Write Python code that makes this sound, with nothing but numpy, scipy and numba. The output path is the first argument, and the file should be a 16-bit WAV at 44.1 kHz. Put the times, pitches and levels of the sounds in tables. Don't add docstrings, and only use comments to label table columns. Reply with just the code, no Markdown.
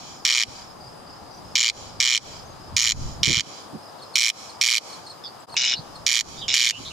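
import sys
import numpy as np
from scipy import signal
from scipy.io import wavfile
from scipy.ndimage import uniform_filter1d
from numba import njit

SR = 44100
rng = np.random.default_rng(int(sys.argv[2]) if len(sys.argv) > 2 else 0)


def gain_from_db(level_db):
    decades = np.asarray(level_db, float) / 20
    return 10 ** decades


def put_to_file(sound):
    columns = np.atleast_2d(sound).T
    safe = np.clip(columns, -1, 1)
    whole_steps = np.round(safe * 32767)
    wavfile.write(sys.argv[1], SR, whole_steps.astype(np.int16))


N = 305172

# [first click t/s, last click t/s, level/dB, left minus right/dB, breath/dB]
NEAR_RASPS = [
    (-.196, -.052, -0.5, -1, 0),
    (.2512, .4339, -1, -1.5, 1.5),
    (1.5549, 1.6979, -1.5, -1, 0),
    (2.0023, 2.1758, -1, -2, 0),
    (2.7663, 2.9195, 0, -2, 4),
    (3.2321, 3.4063, -1, -4, 0.5),
    (4.1564, 4.2997, 1.5, -3, 6),
    (4.6131, 4.7801, 1, -3.5, 6.5),
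    (6.0653, 6.2083, 0, -4.5, 5.5),
    (6.5406, 6.7073, 1.5, -2, 4.5),
]
# [first click t/s, last click t/s, level/dB, left minus right/dB, breath/dB]
RIVAL_RASPS = [
    (5.566, 5.7367, -4, 0.5, -15),
    (6.4805, 6.6512, -8, -3, -16),
]
NEAR_PIPE_HZ = [1200, -1900, -2350, 3150, 4120, 4650, 5350, -6000, 6850, 8000]
NEAR_PIPE_MS = [0.36, 1, 0.93, 0.78, 1, 0.66, 0.55, 0.49, 0.76, 0.63]
NEAR_PIPE_DB = [-5, -3.5, 3.5, 5.5, 1.5, 4, -1.5, -1.5, 2, -9]
RIVAL_PIPE_HZ = [1500, -2420, 2890, 3530, 3980, 4640, 5290, 5650, 6780]
# [time to fullest ring/ms, level/dB]
RIVAL_PIPE = [(0.92, -11.5), (1.2, 1), (2.6, -1.5), (1.4, -1.5), (1.76, -0.5), (1.4, -6.5), (2.05, 2),
              (0.65, 3), (0.47, -2)]
# [mean gap/ms, limp/ms, clicks per limp, limp speed-up per click, clicks until the limp evens out]
NEAR_RHYTHM = (8.2, 2.4, 3, 0, 24)
RIVAL_RHYTHM = (7.7, 2.05, 3.42, .01, 500)
# [f/Hz, level/dB per Hz]
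FIELD_SPECTRUM = [(35, -37), (60, -20), (113, -6), (308, -9.5), (398, -6.5), (651, -2.5), (968, -1),
                  (2190, -23), (4030, -18), (4750, -21), (7400, -24), (9570, -27.5), (16000, -36.5)]
# [f/Hz, left minus right/dB]
FIELD_PAN = [(60, 11), (110, -4), (200, 5.5), (380, -1), (700, 4), (1290, 6), (2380, -7.5), (4400, 6),
             (8120, 0), (15000, 4)]
# [t/s, level/dB]
GUST = [(0, -54.5), (1.3, -54), (1.9, -48.5), (2.2, -50.5), (2.35, -47.5), (2.65, -50), (2.9, -37.5),
        (3.05, -31.5), (3.16, -42.5), (3.4, -35), (3.45, -65), (3.85, -69), (4.3, -76), (5.4, -68),
        (5.55, -56), (6.2, -50), (6.4, -48), (6.92, -50.5)]
# [t/s, length/s, rumble level/dB, flutter level/dB]
BUFFETS = [(0.484, 0.044, -46, -52), (1.462, 0.033, -54, -63), (2.736, 0.1, -48, -64),
           (3.226, 0.047, -41, -53), (3.283, 0.019, -16, -19.5), (3.308, 0.048, -22, -21),
           (3.378, 0.016, -19.5, -32), (3.477, 0.026, -47, -50), (3.66, 0.018, -49, -50),
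           (3.757, 0.054, -53.5, -39), (5.799, 0.027, -40, -56), (6.8, 0.03, -53, -46)]
# [t/s, level/dB]
LOW_CRICKET = [(0.048, -79), (0.552, -48.5), (0.805, -50.5), (1.063, -52.5), (1.305, -54.5), (1.796, -58),
               (2.324, -50), (2.514, -79), (3.022, -55), (3.534, -50), (3.831, -60), (4.485, -54.3),
               (4.862, -65), (5.034, -56)]
HIGH_CRICKET = [(0.133, -53.5), (0.639, -54), (0.857, -56), (1.098, -55), (1.448, -55), (1.891, -57),
                (2.359, -54), (2.609, -56.5), (3.081, -53), (3.574, -59), (3.823, -54.5), (4.033, -55),
                (4.491, -58), (4.864, -64), (5.053, -59), (5.953, -58)]
# [t/s, length/s, from f/Hz, to f/Hz, level/dB]
WHISTLES = [(1.318, .013, 6200, 5300, -50), (1.345, 0.0076, 6260, 5300, -45),
            (1.373, 0.008, 6300, 5500, -47), (2.454, 0.019, 6300, 6330, -50),
            (2.498, .028, 6450, 6420, -54), (3.985, 0.025, 4600, 3250, -50), (5.4, 0.0087, 7700, 7760, -50),
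            (5.509, .013, 4870, 4750, -49), (5.555, 0.007, 2600, 2730, -36),
            (6.668, 0.0065, 3560, 3540, -8)]
# [t/s, length/s, from f/Hz, to f/Hz, level/dB]
TRILLS = [(5.237, 0.044, 5200, 4430, -30), (5.237, 0.032, 3560, 3470, -35.5), (6.369, .06, 3620, 3750, -39),
          (6.375, 0.038, 4970, 4720, -36.5), (6.41, 0.028, 3850, 3430, -30.5),
          (6.414, 0.049, 3220, 3120, -32), (6.715, 0.07, 2740, 2990, -29.5),
          (6.905, 0.026, 2800, 2950, -35.5)]
# [t/s, length/s, from f/Hz, to f/Hz, level/dB]
BUZZES = [
    (5.747, 0.049, 4160, 4420, -30.5),
    (6.849, 0.045, 3750, 3900, -30.5),
]
# [t/s, length/s, level/dB]
CHIPS = [(4.019, 0.018, -40), (4.139, 0.011, -36.5), (4.493, 0.015, -39.5), (4.897, 0.01, -42),
         (4.925, 0.021, -39), (5.064, 0.015, -37.5), (5.098, 0.017, -36.5), (5.495, 0.0087, -44),
         (5.521, 0.026, -39.5), (5.953, 0.013, -38.5)]
# [t/s, level/dB]
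TAPS = [
    (5.503, -43),
    (5.542, -25.5),
]


def level(x, db):
    return x * gain_from_db(db) / np.sqrt(np.mean(x ** 2))


def band(x, lo_hz, hi_hz, order=2):
    return signal.sosfilt(signal.butter(order, [lo_hz, hi_hz], "bandpass", fs=SR, output="sos"), x)


def pan(x, db):
    return x * gain_from_db(np.array([[db / 2], [-db / 2]]))


def add(out, s, x):
    i = int(s * SR)
    out[:, i:i + x.shape[1]] += x[:, :out.shape[1] - i]


def walk(rate):
    k = int(SR / rate)
    steps = np.repeat(rng.standard_normal(N // k + 1), k)
    return 1.3 * uniform_filter1d(uniform_filter1d(steps, k), k)[:N]


def scatter(x, delay_s, rise_s, t60_s, alike, size):
    t = np.arange(size) / SR - delay_s
    shape = np.clip(t / rise_s, 0, 1) * np.exp(-np.log(1000) * np.maximum(t, 0) / t60_s)
    noise = rng.standard_normal((3, size))
    response = level(shape * (alike * noise[0] + noise[1:]), 0) / np.sqrt(size)
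    return signal.fftconvolve(x, response, axes=1)[:, :x.shape[1]]


def rhythm(mean_ms, limp_ms, clicks, speed_up, even_after, limp_deg, rush_ms):
    k = np.arange(30)
    turn = 2 * np.pi * (k / clicks + speed_up * k ** 2 / 2) + np.radians(limp_deg)
    limp = limp_ms * np.exp(-k / even_after) * np.cos(turn)
    return mean_ms + limp - rush_ms * np.exp(-k / 1.5)


def click(hz, ms, mode_db, vary_db, soft, crack_db, puff_db, place, offset_s):
    chance = rng.standard_normal((2, len(hz), 1))
    t = np.maximum(np.arange(800) / SR - offset_s, 0)
    late = np.maximum(t * 1000 - 700 / np.abs(hz), 0) / ms
    swell = (late * np.exp(1 - late)) ** soft
    gain = gain_from_db(mode_db + vary_db * chance[0])
    ring = np.sum(gain * swell * np.sin(2 * np.pi * hz * (1 + .015 * chance[1]) * t), axis=0)
    snap = t / .00025 * np.exp(-t / .00025)
    crack = gain_from_db(crack_db - 5 * place ** .4) * snap * np.sin(2 * np.pi * 5300 * t)
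    air = rng.standard_normal((3, 800))
    hiss = band(air[1:] + 0.49 * air[0], 4000, 13700)
    puff = gain_from_db(puff_db) * t / 0.00049 * np.exp(-t / 0.0012) * hiss
    return ring + crack + pan(puff, 4)


def crake(rasps, mean_ms, tilt, gaps, hz, pipe, db, fade_db, crack_db, hiss_db, vary_db, tire_ms, soft):
    out = np.zeros((2, N + SR))
    hz = np.array(hz)[:, None]
    ms, mode_db = np.transpose(pipe)[:, :, None]
    for first, last, rasp_db, pan_db, breath_db in rasps:
        n = int((last - first) * 1000 / mean_ms) + 1
        k = np.arange(n)
        bright_db = (tilt + 0.0338 * breath_db) * (np.abs(hz) / 1000 - 14)
        pose_db = 1.5 * rng.standard_normal((len(pipe), 1))
        gap = np.array(gaps[:n - 1]) + tire_ms * np.exp((k[1:] - n + 1) / 1.407)
        times = 1 + first + (last - first) * np.append(0, np.cumsum(gap)) / gap.sum()
        for s, place in zip(times, k / (n - 1)):
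            sound = click(hz, ms, mode_db + bright_db + pose_db, vary_db, soft, crack_db,
                          hiss_db + breath_db, place, s % (1 / SR))
            add(out, s, pan(sound * gain_from_db(db + rasp_db + fade_db * place ** 6), pan_db))
    return band(out, 1148, 13000, order=4)


def crakes():
    near_gaps = rhythm(*NEAR_RHYTHM, limp_deg=138, rush_ms=.45)
    near = crake(NEAR_RASPS, NEAR_RHYTHM[0], 0.33, near_gaps, NEAR_PIPE_HZ,
                 list(zip(NEAR_PIPE_MS, NEAR_PIPE_DB)), db=-8, fade_db=-2.8, crack_db=13, hiss_db=-16.5,
                 vary_db=2.5, tire_ms=1.7, soft=1.4)
    rival_gaps = rhythm(*RIVAL_RHYTHM, limp_deg=127, rush_ms=1.2)
    rival = crake(RIVAL_RASPS, RIVAL_RHYTHM[0], .01, rival_gaps, RIVAL_PIPE_HZ, RIVAL_PIPE, db=-20,
                  fade_db=-2, crack_db=-35, hiss_db=-60, vary_db=3.5, tire_ms=0.63, soft=3.7)
    far = band(rival, 1360, 9200, order=3)
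    lead_in = gain_from_db(-17) * np.roll(band(near + far, 2500, 4900, order=1), -int(.0017 * SR), axis=1)
    stems = gain_from_db(-10) * scatter(band(near, 6200, 13000, order=1), .0002, .0006, .009, 0, size=900)
    stems += gain_from_db(-9) * scatter(near, .0004, .002, .026, .1, size=3000)
    stems += gain_from_db(-4) * scatter(far, .0008, .002, .05, .7, size=4000)
    bank = gain_from_db(-30.5) * np.roll(band(near, 1700, 7500), int(.0172 * SR), axis=1)
    to_trees = band(near + gain_from_db(-3.0) * far, 3700, 14000, order=1)
    trees = gain_from_db(-29) * scatter(to_trees, 0.14, 0.081, 0.38, 0.067, size=26000)
    return (near + far + lead_in + stems + bank + trees)[:, SR:]


def field():
    out, swell = 0, walk(0.32)
    hz_at, db_at = np.transpose(FIELD_SPECTRUM)
    for hz in 70 * 2 ** np.arange(0, 8, .5):
        mid, side = band(rng.standard_normal((2, N)), hz / 2 ** 0.3, min(hz * 2 ** 0.2, .45 * SR))
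        db = np.interp(np.log(hz), np.log(hz_at), db_at) + .8 * swell + 1.1 * walk(9)
        wide = mid + 0.76 * side * np.array([[1], [-1]])
        out = out + gain_from_db(db) * pan(wide, np.interp(hz, *np.transpose(FIELD_PAN)))
    return level(out, -43)


def wind():
    t = np.arange(N) / SR
    gust_db = np.interp(t, *np.transpose(GUST))
    over_calm_db = gust_db + 53
    rumble_gain = gain_from_db(gust_db)
    flutter_gain = gain_from_db(-53 + 0.26 * over_calm_db)
    for s, seconds, rumble_db, flutter_db in BUFFETS:
        bump = np.exp(-(2 * (t - s) / seconds) ** 2)
        rumble_gain = rumble_gain + gain_from_db(rumble_db) * bump
        flutter_gain = flutter_gain + gain_from_db(flutter_db) * bump
    air = rng.standard_normal((3, 3, N))
    shared = np.stack([np.roll(air[:, 0], 12, axis=1), air[:, 0]], axis=1)
    air = air[:, 1:] + .9 * shared
    rumble = level(gain_from_db(1.2 * walk(14)) * band(air[0], 65.4, 163), 0)
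    flutter = level(gain_from_db(2.3 * walk(25)) * band(air[1], 146, 343), 0)
    thud = level(band(air[2], 9.3, 68), 0) * gain_from_db(-62 + 1.59 * over_calm_db)
    return pan(rumble_gain * rumble + flutter_gain * flutter + thud, -1)


def tone(seconds, from_hz, to_hz, trill, sweep_hz, bend):
    t = np.arange(int(seconds * SR)) / SR
    stroke = t * trill % 1
    hz = from_hz + (to_hz - from_hz) * (t / seconds) ** bend + sweep_hz * (.5 - stroke)
    phase = 2 * np.pi * np.cumsum(hz) / SR
    shape = np.sin(np.pi * t / seconds) ** 0.28
    if trill:
        shape = shape * np.sin(np.pi * stroke) ** 1.1
    return shape * np.sin(phase), shape * np.sin(2 * phase)


def crickets():
    out = np.zeros((2, N))
    for chirps, hz, sag_hz, pan_db in [(LOW_CRICKET, 4950, 480, 3.0), (HIGH_CRICKET, 5260, 200, -3.0)]:
        for s, db in chirps:
            for k, stroke_db in enumerate([3.5, 3.0, 3.0, -26]):
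                stroke = tone(0.0177, hz, hz - sag_hz, 0, 0, 2.13)[0]
                add(out, s + .031 * k, pan(gain_from_db(db + stroke_db + 3.0) * stroke, pan_db))
    shimmer = gain_from_db(1.1 * walk(44) + 0.47 * walk(5.3))
    chorus = shimmer * band(rng.standard_normal((2, N)), 4770, 5080)
    return out + gain_from_db(-5) * scatter(out, .002, .004, .1, .1, size=5000) + level(chorus, -55)


def songbirds():
    out = np.zeros((2, N))
    for notes, trill, sweep_hz in [(WHISTLES, 0, 0), (TRILLS, 135, 550), (BUZZES, 160, 1500)]:
        for s, seconds, from_hz, to_hz, db in notes:
            note = tone(seconds, from_hz, to_hz, trill, sweep_hz, 1.08)[0]
            pan_db = -6 * (from_hz < 3750)
            add(out, s, pan(gain_from_db(db) * note, pan_db))
    for s, seconds, db in CHIPS:
        first, second = tone(seconds, 4380, 3850, 0, 0, 3.2)
        add(out, s, pan(gain_from_db(db) * (first + gain_from_db(-12.5) * second), 0.51))
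    return out + gain_from_db(-4) * scatter(out, .003, .004, .11, .2, size=6000)


def taps():
    out, t = np.zeros((2, N)), np.arange(600) / SR
    for s, db in TAPS:
        tick = 0.48 * np.exp(-t / 0.0019) * band(rng.standard_normal(600), 1500, 6700, order=1)
        ring = np.exp(-t / 0.0034) * np.sin(2 * np.pi * 950 * t)
        add(out, s, pan(gain_from_db(db) * (tick + ring), 0))
    return out


def scene():
    return crakes() + field() + wind() + crickets() + songbirds() + taps()


@njit
def follow(x, attack, release):
    e, y = 0., np.empty(len(x))
    for i in range(len(x)):
        e += (x[i] - e) * (attack if x[i] > e else release)
        y[i] = e
    return y


def roll_off(x):
    return signal.sosfilt(signal.butter(12, 16500, fs=SR, output="sos"), x)


def record(dry):
    heard = follow(np.abs(dry).max(axis=0), 1 / (0.00083 * SR), 1 / (.06 * SR))
    gain = np.minimum(1, gain_from_db(-14.5) / (heard + 1e-9)) ** 0.66
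    fade = np.clip(np.abs(np.arange(N) / SR - 5.464) / .026, .03, 1) ** 1.3
    rounded = .95 * np.tanh(dry * gain * fade / .95)
    top = signal.ellip(8, .3, 60, 15600, fs=SR, output="sos")
    return roll_off(signal.sosfilt(top, rounded))


dry = scene()
out = record(dry)
put_to_file(out)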